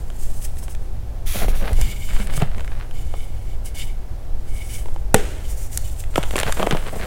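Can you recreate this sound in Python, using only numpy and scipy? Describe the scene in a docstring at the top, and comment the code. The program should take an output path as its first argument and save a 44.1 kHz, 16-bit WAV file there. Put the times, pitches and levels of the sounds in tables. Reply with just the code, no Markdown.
"""Hands crush blocks of gym chalk over a heap of powder, close to the microphone in a small room.
A block snaps in two, flings out dust and is crunched to crumbs. Each fracture is a sharp release with
trailing micro-breaks; crunch and hiss are streams of tiny grain clicks. Fingers dig in, rub and let
powder sift down. Moving hands push air at the microphone, over a steady low rumble and hum."""
import sys
import numpy as np
from scipy import signal
from scipy.fft import rfft, irfft, next_fast_len
from scipy.io import wavfile

SR = 44100
rng = np.random.default_rng(int(sys.argv[2]) if len(sys.argv) > 2 else 0)


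def wav_out(sig):
    """Save sig, one row per channel (or a flat mono array), as 16-bit PCM at SR to the path in sys.argv[1]."""
    wavfile.write(sys.argv[1], SR, np.round(np.clip(np.atleast_2d(sig).T, -1, 1) * 32767).astype(np.int16))


N = 311346
TIME_S = np.arange(N) / SR


def from_db(db):
    """Decibels to gain."""
    return 10 ** (np.asarray(db) / 20)


def unit_rms(x):
    """Scale to unit power."""
    return x / np.sqrt(np.mean(x ** 2) + 1e-20)


def unit_pulse(x):
    """Scale to the energy of 1 ms at unit level."""
    return x / np.sqrt(np.sum(x ** 2) / (SR / 1000))


def colour(x, spectrum):
    """Minimum-phase filter through (Hz, dB) points; falls 12 dB per octave below the first."""
    size = 2 * next_fast_len(len(x) // 2 + 4096)
    log_hz = np.log2(np.maximum(np.fft.rfftfreq(size, 1 / SR), 1))
    hz, db = np.transpose(spectrum)
    shape_db = np.interp(log_hz, np.log2(hz), db) - 12 * np.clip(np.log2(hz[0]) - log_hz, 0, 4)
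    cepstrum = irfft(np.log(from_db(shape_db)))
    cepstrum[1:size // 2] *= 2
    cepstrum[size // 2 + 1:] = 0
    return irfft(rfft(x, size) * np.exp(rfft(cepstrum)))[:len(x)]


def band(x, low_hz, high_hz):
    """Butterworth band-pass."""
    return signal.sosfilt(signal.butter(2, [low_hz, high_hz], "band", fs=SR, output="sos"), x)


def resonance(x, hz, width_hz):
    """Peak filter, run twice for steep skirts."""
    b, a = signal.iirpeak(hz, hz / width_hz, fs=SR)
    return signal.lfilter(b, a, signal.lfilter(b, a, x))


def ring(x, hz, t60_s):
    """Damped mode: a unit click starts a sine of height 1."""
    r, w = from_db(-60 / (t60_s * SR)), 2 * np.pi * hz / SR
    return signal.lfilter([0, np.sin(w)], [1, -2 * r * np.cos(w), r * r], x + 1e-18)


def drift(rate_hz):
    """Smooth random curve with spread 1."""
    knots = rng.standard_normal(8192)
    return np.interp(TIME_S * rate_hz, np.arange(len(knots)), knots) * np.sqrt(3 / 2)


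def add(track, start_s, sound):
    """Mix a sound in."""
    at = int(start_s * SR)
    track[at:at + len(sound)] += sound[:N - at]


def grains(per_s, size_db, clump_db, clump_hz):
    """Tiny random breaks of uneven size that come in clumps."""
    born = rng.random(N) < per_s / SR
    sizes = from_db(size_db * np.minimum(rng.exponential(1, N), 4)) * rng.choice([-1, 1], N)
    return born * sizes * from_db(clump_db * np.clip(drift(clump_hz), -2, 2))


def swells(rows, edge_db=11.5):
    """Gain of flows that rise to a pointed peak and fade; edge_db down half a length away."""
    power = np.zeros(N)
    for peak_s, length_s, db in rows:
        power += from_db(db - edge_db * np.abs(2 * (TIME_S - peak_s) / length_s)) ** 2
    return np.sqrt(power)


def strokes(rows, attack_s=0.016, release_db_per_s=262):
    """Gain of finger strokes: attack, hold, release."""
    power = np.zeros(N)
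    for start_s, length_s, db in rows:
        attack = np.clip((TIME_S - start_s) / attack_s, 0, 1)
        release_db = release_db_per_s * np.maximum(TIME_S - start_s - length_s, 0)
        power += (attack * from_db(db - release_db)) ** 2
    return np.sqrt(power)


def squeezes(rows, build_db=7, release_db_per_s=550):
    """Gain of pressure that takes hold and builds until the chalk gives way."""
    power = np.zeros(N)
    for yield_s, length_s, db in rows:
        progress = np.clip((TIME_S - yield_s) / length_s + 1, 0, 1)
        grip = np.minimum(progress / 0.083, 1)
        release_db = release_db_per_s * np.maximum(TIME_S - yield_s, 0)
        power += (grip * from_db(db - build_db * (1 - progress) - release_db)) ** 2
    return np.sqrt(power)


# Rumble spectrum. Each row: frequency in Hz, relative density in dB.
RUMBLE_SPECTRUM = [(6, 3), (20, -5), (30, -14.5), (50, -12.5), (85, -24), (115, -26), (155, -35),
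                   (260, -41.5), (780, -45), (1050, -53.5), (3000, -62.5), (16000, -69.5)]
def rumble(rms_db):
    """Steady low noise."""
    return from_db(rms_db) * unit_rms(colour(rng.standard_normal(N), RUMBLE_SPECTRUM))


# Hum tones. Each row: frequency in Hz, rms level in dB.
HUM_TONES = [(98, -41), (364, -63.5)]
def hum():
    """A fan or fridge hums, wavering in level and phase."""
    out = np.zeros(N)
    for hz, db in HUM_TONES:
        amplitude = np.sqrt(2) * from_db(db + 2 * drift(1.61))
        out += amplitude * np.sin(2 * np.pi * hz * TIME_S + .5 * drift(4.6))
    return out


# Air puffs. Each row: peak time in seconds, length in seconds, relative level in dB.
AIR_PUFFS = [(1.47, .19, -2.5), (1.81, 0.23, -4), (2.15, 0.16, -9), (2.36, 0.29, -8.5)]
def hand_air(gain_db):
    """Hands push air at the microphone; the strongest puffs level off."""
    spectrum_hz_db = [(9, 6), (25, 1), (60, -21.5), (130, -27.5), (300, -41), (1000, -102)]
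    air = unit_rms(colour(rng.standard_normal(N), spectrum_hz_db))
    return .5 * np.tanh(2 * from_db(gain_db) * swells(AIR_PUFFS) * air)


# Room tail spectrum. Each row: frequency in Hz, relative density in dB.
ROOM_SPECTRUM = [(150, -14.5), (450, -6.5), (1000, 0.5), (1600, -0.5), (3000, 2), (4500, 0), (8000, -13),
                 (16000, -47)]
def room(x, gain_db, build_s, t60_s):
    """A diffuse tail builds up and dies away."""
    t = np.arange(SR) / SR
    envelope = from_db(-60 * t / t60_s) * (1 - np.exp(-t / build_s))
    tail = colour(rng.standard_normal(SR), ROOM_SPECTRUM) * envelope
    return from_db(gain_db) * signal.fftconvolve(x, tail / np.linalg.norm(tail))[:N]


# Modes rung by a fracture. Each row: frequency in Hz, relative level in dB.
BODY_MODES = [(135, -7), (205, 0), (365, 10.5), (400, -7), (435, 6), (485, -1), (550, -13), (780, -8)]
def body(x, gain_db, t60_s=.15):
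    """Low modes ring on briefly after every break."""
    modes = ((-1) ** k * from_db(db) * ring(x, hz, t60_s) for k, (hz, db) in enumerate(BODY_MODES))
    return from_db(gain_db) * sum(modes)


def palm_echo(x, spread_s=.0012, strength=.33):
    """Fingers and palms return very short echoes whose colour shifts as the hands move."""
    t = np.arange(256) / SR
    echoes = rng.standard_normal((2, len(t))) * np.exp(-t / spread_s) * (t > 1e-4)
    one, other = (signal.fftconvolve(x, e / np.linalg.norm(e))[:N] for e in echoes)
    pose = 2 * drift(4)
    return unit_rms(x + strength * (np.cos(pose) * one + np.sin(pose) * other))


# Powder spills. Each row: peak time in seconds, length in seconds, relative level in dB.
POWDER_SPILLS = [(0.02, 0.078, -56), (0.235, 0.067, -41), (0.36, 0.6, -47), (0.447, 0.043, -31.5),
                 (0.589, 0.016, -36), (0.637, 0.045, -40.5), (0.71, 0.046, -41), (2.18, 0.2, -42.5),
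                 (2.368, 0.046, -33.5), (2.62, 1, -56.5), (3.66, 0.022, -38.5), (4.57, 0.13, -47.5),
                 (4.735, 0.26, -40.5), (5.505, 0.16, -42), (5.61, 0.11, -39), (5.75, .1, -37),
                 (5.86, 0.22, -42.5), (6.005, 0.059, -40), (6.18, 0.092, -37.5), (6.39, 0.23, -37.5),
                 (6.58, 0.49, -41.5), (7.03, 0.64, -43.5)]
# Sifting spectrum. Each row: frequency in Hz, relative density in dB.
SIFT_SPECTRUM = [(1800, -7), (4000, -12), (5800, -3.5), (7000, -1), (8500, 1), (10500, -2), (13000, -7),
                 (16000, -7)]
def sifting(rub_gain, gain_db):
    """Fine grains slide through the fingers in spills and rubs: a bright hiss."""
    hiss = palm_echo(colour(grains(15000, size_db=1.5, clump_db=2.1, clump_hz=73), SIFT_SPECTRUM))
    return from_db(gain_db) * np.hypot(swells(POWDER_SPILLS), rub_gain) * hiss


# Digs into the heap. Each row: start in seconds, length in seconds, relative level in dB.
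FINGER_DIGS = [(1.256, 0.12, -32.5), (1.33, 0.097, -33), (1.475, 0.01, -34), (1.54, 0.058, -39),
               (1.64, 0.16, -46)]
# Digging spectrum. Each row: frequency in Hz, relative density in dB.
DIG_SPECTRUM = [(900, -8), (2200, 0), (4500, -2), (6500, -5), (8500, -4), (11500, -0.5), (16000, -6)]
def digging(rub_gain, gain_db):
    """Fingers push grains aside in digs and rubs: a coarser scrape."""
    scrape = palm_echo(colour(grains(16000, size_db=-0.5, clump_db=0.8, clump_hz=390), DIG_SPECTRUM))
    return from_db(gain_db) * np.hypot(strokes(FINGER_DIGS), rub_gain) * scrape


# Resonances of the cupped hand. Each row: frequency in Hz, filter width in Hz, relative level in dB.
HAND_MODES = [(2222, 190, 8), (2994, 300, 3), (3540, 280, -1.5), (4730, 830, -8), (7380, 770, -8)]
# Rubs. Each row: start in seconds, length in seconds, relative level in dB, tightness in dB.
HAND_RUBS = [(1.751, 0.046, -43, 3), (1.794, 0.12, -38, 2.5), (1.948, .28, -43.5, 0), (2.293, 0.11, -44, 4),
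             (2.93, 0.084, -50.5, 4), (3.032, 0.21, -54.5, 2), (3.152, 0.07, -48.5, 0),
             (3.265, 0.28, -57.5, 2), (3.644, 0.033, -44.5, 2), (3.74, 0.096, -40, 6.5),
             (3.857, 0.065, -54.5, -2), (4.462, 0.11, -54, -2), (4.554, 0.081, -47.5, -4),
             (4.682, 0.074, -42.5, -0.5), (5.423, 0.082, -54.5, 10), (5.827, 0.036, -52, 14)]
def rubbing(gain_db):
    """Powder rubbed in a cupped hand; tightness favours the upper modes. Returns sound and envelope."""
    friction = grains(15000, size_db=2, clump_db=2.8, clump_hz=78)
    lowest, *upper = (from_db(db) * resonance(friction, hz, width) for hz, width, db in HAND_MODES)
    loose = strokes([(s, length, db - tight / 2) for s, length, db, tight in HAND_RUBS])
    tense = strokes([(s, length, db + tight / 2) for s, length, db, tight in HAND_RUBS])
    hollow = (loose * lowest + tense * sum(upper)) / np.std(lowest + sum(upper))
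    return from_db(gain_db) * hollow, np.sqrt(loose * tense)


def stray_crumbs(gain_db, spill_cap_db):
    """Sparse crumbs fall with the spilling powder."""
    crumbs = unit_rms(band(grains(54, size_db=2, clump_db=-2, clump_hz=12), 2100, 4500))
    return from_db(gain_db) * np.minimum(swells(POWDER_SPILLS), from_db(spill_cap_db)) * crumbs


# Dust cloud spectrum. Each row: frequency in Hz, relative density in dB.
DUST_SPECTRUM = [(400, 11.5), (1050, -5.5), (1500, -1.5), (3000, -4.5), (4800, -13.5), (8000, -9.5),
                 (16000, -24)]
def dust_cloud(start_s, level_db, t60_s):
    """The snap flings out dust and crumbs that settle."""
    age_s = TIME_S - start_s
    cloud = unit_rms(colour(grains(9000, size_db=1.5, clump_db=1, clump_hz=240), DUST_SPECTRUM))
    return cloud * (age_s > 0) * from_db(level_db - 60 * np.abs(age_s) / t60_s)


# Soft bumps. Each row: start in seconds, level in dB, pitch in Hz, T60 in seconds.
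SOFT_BUMPS = [(1.72, -5.5, 60, 0.095), (1.813, -7, 46, 0.28), (2.196, -21, 203, 0.16),
              (2.376, -11, 130, 0.055), (2.424, -1.5, 146, 0.046), (5.144, 9.5, 148, 0.019),
              (6.184, -9, 153, 0.045), (6.462, -16.5, 119, 0.069), (6.63, -25, 196, 0.15),
              (6.73, -4.5, 154, 0.047)]
def bumps(attack_s=.002):
    """Heavy, soft contacts of lumps and palms give a few low, damped swings."""
    out, t = np.zeros(N), np.arange(SR // 4) / SR
    for start_s, db, hz, t60_s in SOFT_BUMPS:
        envelope = from_db(db - 60 * t / t60_s) * (1 - np.exp(-t / attack_s))
        add(out, start_s, envelope * np.sin(2 * np.pi * hz * t))
    return out


# Squeezes. Each row: time of giving way in seconds, length in seconds, crunch in dB, grit in dB.
CHALK_SQUEEZES = [(1.433, 0.097, -30, -32.5), (1.553, 0.08, -34.5, -40), (1.63, 0.032, -32, -35.5),
                  (1.695, 0.062, -26.5, -33.5), (1.817, 0.038, -33.5, -40.5), (1.94, 0.14, -46, -47),
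                  (2.203, 0.13, -45, -36), (2.39, 0.19, -41.5, -39.5), (2.424, 0.025, -21, -32.5),
                  (2.602, .14, -45, -48.5), (2.831, 0.15, -65, -42.5), (6.242, 0.12, -41, -44),
                  (6.415, .09, -29, -34.5), (6.485, 0.033, -24.5, -28), (6.629, 0.067, -21.5, -31.5),
                  (6.684, 0.027, -29, -41), (6.719, 0.0125, -25, -25.5), (6.755, 0.019, -20, -48),
                  (6.887, 0.14, -39, -37.5), (7.058, 0.14, -30.5, -34.5)]
# Crunch and grit spectra. Each row: frequency in Hz, relative density in dB.
CRUNCH_SPECTRUM = [(100, -12.5), (200, 3), (270, -9), (420, -2.5), (750, -3.5), (900, -14), (2000, -36)]
GRIT_SPECTRUM = [(500, 1.5), (950, 0), (1500, 2), (2300, -1.5), (3200, -7), (4500, -11.5), (8000, -32),
                 (16000, -69)]
def crumbling(gain_db, full_pressure_db):
    """Packed chalk collapses in dull little slips while coarse crumbs crackle."""
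    crunch_gain = squeezes([(s, length, db) for s, length, db, _ in CHALK_SQUEEZES])
    crunch = unit_rms(colour(grains(900, size_db=2.5, clump_db=5.5, clump_hz=59), CRUNCH_SPECTRUM))
    grit_gain = squeezes([(s, length, db) for s, length, _, db in CHALK_SQUEEZES])
    # Light pressure frees single crumbs, full pressure a dense stream.
    pressure = np.clip(grit_gain / from_db(full_pressure_db), .1, 1)
    crumbs = grains(1100 * pressure, size_db=4, clump_db=2.5, clump_hz=90) / np.sqrt(pressure)
    grit = unit_rms(colour(crumbs, GRIT_SPECTRUM))
    return from_db(gain_db) * (crunch_gain * crunch + grit_gain * grit)


def fracture(low_hz, high_hz, run_s, ragged):
    """One sharp release and the micro-breaks that run on from it."""
    t = np.arange(2048) / SR
    release = ragged * rng.standard_normal(len(t)) * np.exp(-t / run_s)
    release[0] = 1
    return unit_pulse(band(release, low_hz, high_hz))


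# Fractures. Each row: start in seconds, relative level in dB, sharpness (0 thud, 0.5 crack, 1 tick).
CHALK_CRACKS = [(0.102, -30.5, 0.59), (0.57, -36, 0.66), (0.627, -32, 0.19), (0.681, -24.5, 0.29),
                (0.75, -30.5, 0.62), (1.445, -14.5, 0.087), (1.483, -14.5, 0.11), (1.731, -24.5, 0.72),
                (1.814, -17.5, 0.87), (2.272, -25, 0.69), (2.377, -18.5, 0.26), (2.4193, -16.5, 0.43),
                (2.422, -11.5, 0.13), (2.582, -22.5, 0.26), (2.607, -22, 0.27), (2.646, -27.5, 0.35),
                (2.678, -26, 0.51), (2.911, -33, 0.58), (3.14, -19.5, 0.0013), (4.858, -24, 0.16),
                (4.885, -24.5, 0), (4.962, -24, 0.13), (5.7744, -11, 0.95), (6.039, -28, 0.45),
                (6.158, -6, 0.32), (6.1798, -0.5, 0), (6.23, -17, 0.58), (6.236, -15, 0.32),
                (6.309, -15.5, 0.34), (6.3575, -6, 0.23), (6.365, -13, 0.71), (6.381, -10.5, 0.41),
                (6.389, -12, 0.63), (6.4, -10, 0.69), (6.432, -6, 0.3), (6.495, -12.5, 0.035),
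                (6.524, -10.5, 0.67), (6.571, -17.5, 0.22), (6.5972, -11.5, 0.17), (6.603, -11.5, 0),
                (6.629, -5, 0.16), (6.667, -13.5, 0.29), (6.671, -5, 0.089), (6.7099, -4.5, 0.277),
                (6.725, -11, 0.18), (6.749, -9, 0), (6.77, -15.5, 0.37), (6.867, -19.5, .15)]
def cracks(thud_db, crack_db, tick_db, ring_db):
    """Each break mixes thud, crack and tick by sharpness; the piece rings higher for a sharper break."""
    thud_ring_hz, tick_ring_hz, t60_cycles = 622, 9300, 23
    out, t = np.zeros(N), np.arange(2048) / SR
    for start_s, db, sharpness in CHALK_CRACKS:
        shares = from_db(-31 * np.abs(sharpness - np.array([0, .5, 1])))
        shares /= np.linalg.norm(shares)
        thud, crack, tick = from_db(db + np.array([thud_db, crack_db, tick_db])) * shares
        detune = np.exp(0.11 * rng.standard_normal())
        add(out, start_s, thud * fracture(310 * detune, 800 * detune, run_s=0.004, ragged=0.09))
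        mid_pulse = fracture(1100 * detune, 3400 * detune, run_s=0.0026, ragged=0.12)
        add(out, start_s, crack * band(mid_pulse, 830, 3440))
        add(out, start_s, tick * fracture(5400, 10500, run_s=0.0016, ragged=0.39))
        ring_hz = detune * thud_ring_hz * (tick_ring_hz / thud_ring_hz) ** sharpness
        piece = np.sin(2 * np.pi * ring_hz * t) * from_db(-60 * ring_hz * t / t60_cycles)
        add(out, start_s, from_db(db + ring_db) * unit_pulse(piece))
    return out


# Jumps of the snap. Each row: start in seconds, relative level in dB.
SNAP_JUMPS = [(5.1436, 2), (5.1450, 2)]
def snap(thud_db, crack_db, tick_db):
    """The break tears through the whole block in two quick jumps."""
    out = np.zeros(N)
    for start_s, db in SNAP_JUMPS:
        add(out, start_s, -from_db(db + thud_db) * fracture(86, 560, run_s=0.0019, ragged=0.044))
        add(out, start_s, from_db(db + crack_db) * fracture(780, 2350, run_s=0.0013, ragged=0.47))
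        add(out, start_s, from_db(db + tick_db) * fracture(7050, 10650, run_s=0.0011, ragged=1))
    return out


def scene():
    """Mono mix of breaks, crumbs and powder, close up in the room."""
    breaks = cracks(thud_db=-3.5, crack_db=-4, tick_db=0, ring_db=-10)
    block = snap(thud_db=3, crack_db=0, tick_db=-0.5)
    chalk = breaks + bumps() + crumbling(gain_db=0.5, full_pressure_db=-38.5)
    chalk += stray_crumbs(gain_db=-15, spill_cap_db=-38.5)
    powder, rub_gain = rubbing(gain_db=1)
    powder += sifting(from_db(-3.5) * rub_gain, gain_db=2.5)
    powder += digging(from_db(-7.5) * rub_gain, gain_db=1)
    powder += dust_cloud(start_s=SNAP_JUMPS[0][0], level_db=-26, t60_s=0.91)
    ringing = body(breaks, gain_db=-74) + body(block, gain_db=-52)
    reverb = room(chalk, gain_db=-17.5, build_s=0.011, t60_s=0.43)
    background = rumble(rms_db=-19.5) + hum() + hand_air(gain_db=-1.5)
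    return (chalk + block + powder + ringing + reverb + background)[None]


def record(dry):
    """The loudest snaps overload the input; a steep low-pass cuts the top."""
    low_pass = signal.ellip(10, .1, 80, 15900, fs=SR, output="sos")
    return signal.sosfilt(low_pass, np.clip(dry, -1, 1))


dry = scene()
out = record(dry)
wav_out(out)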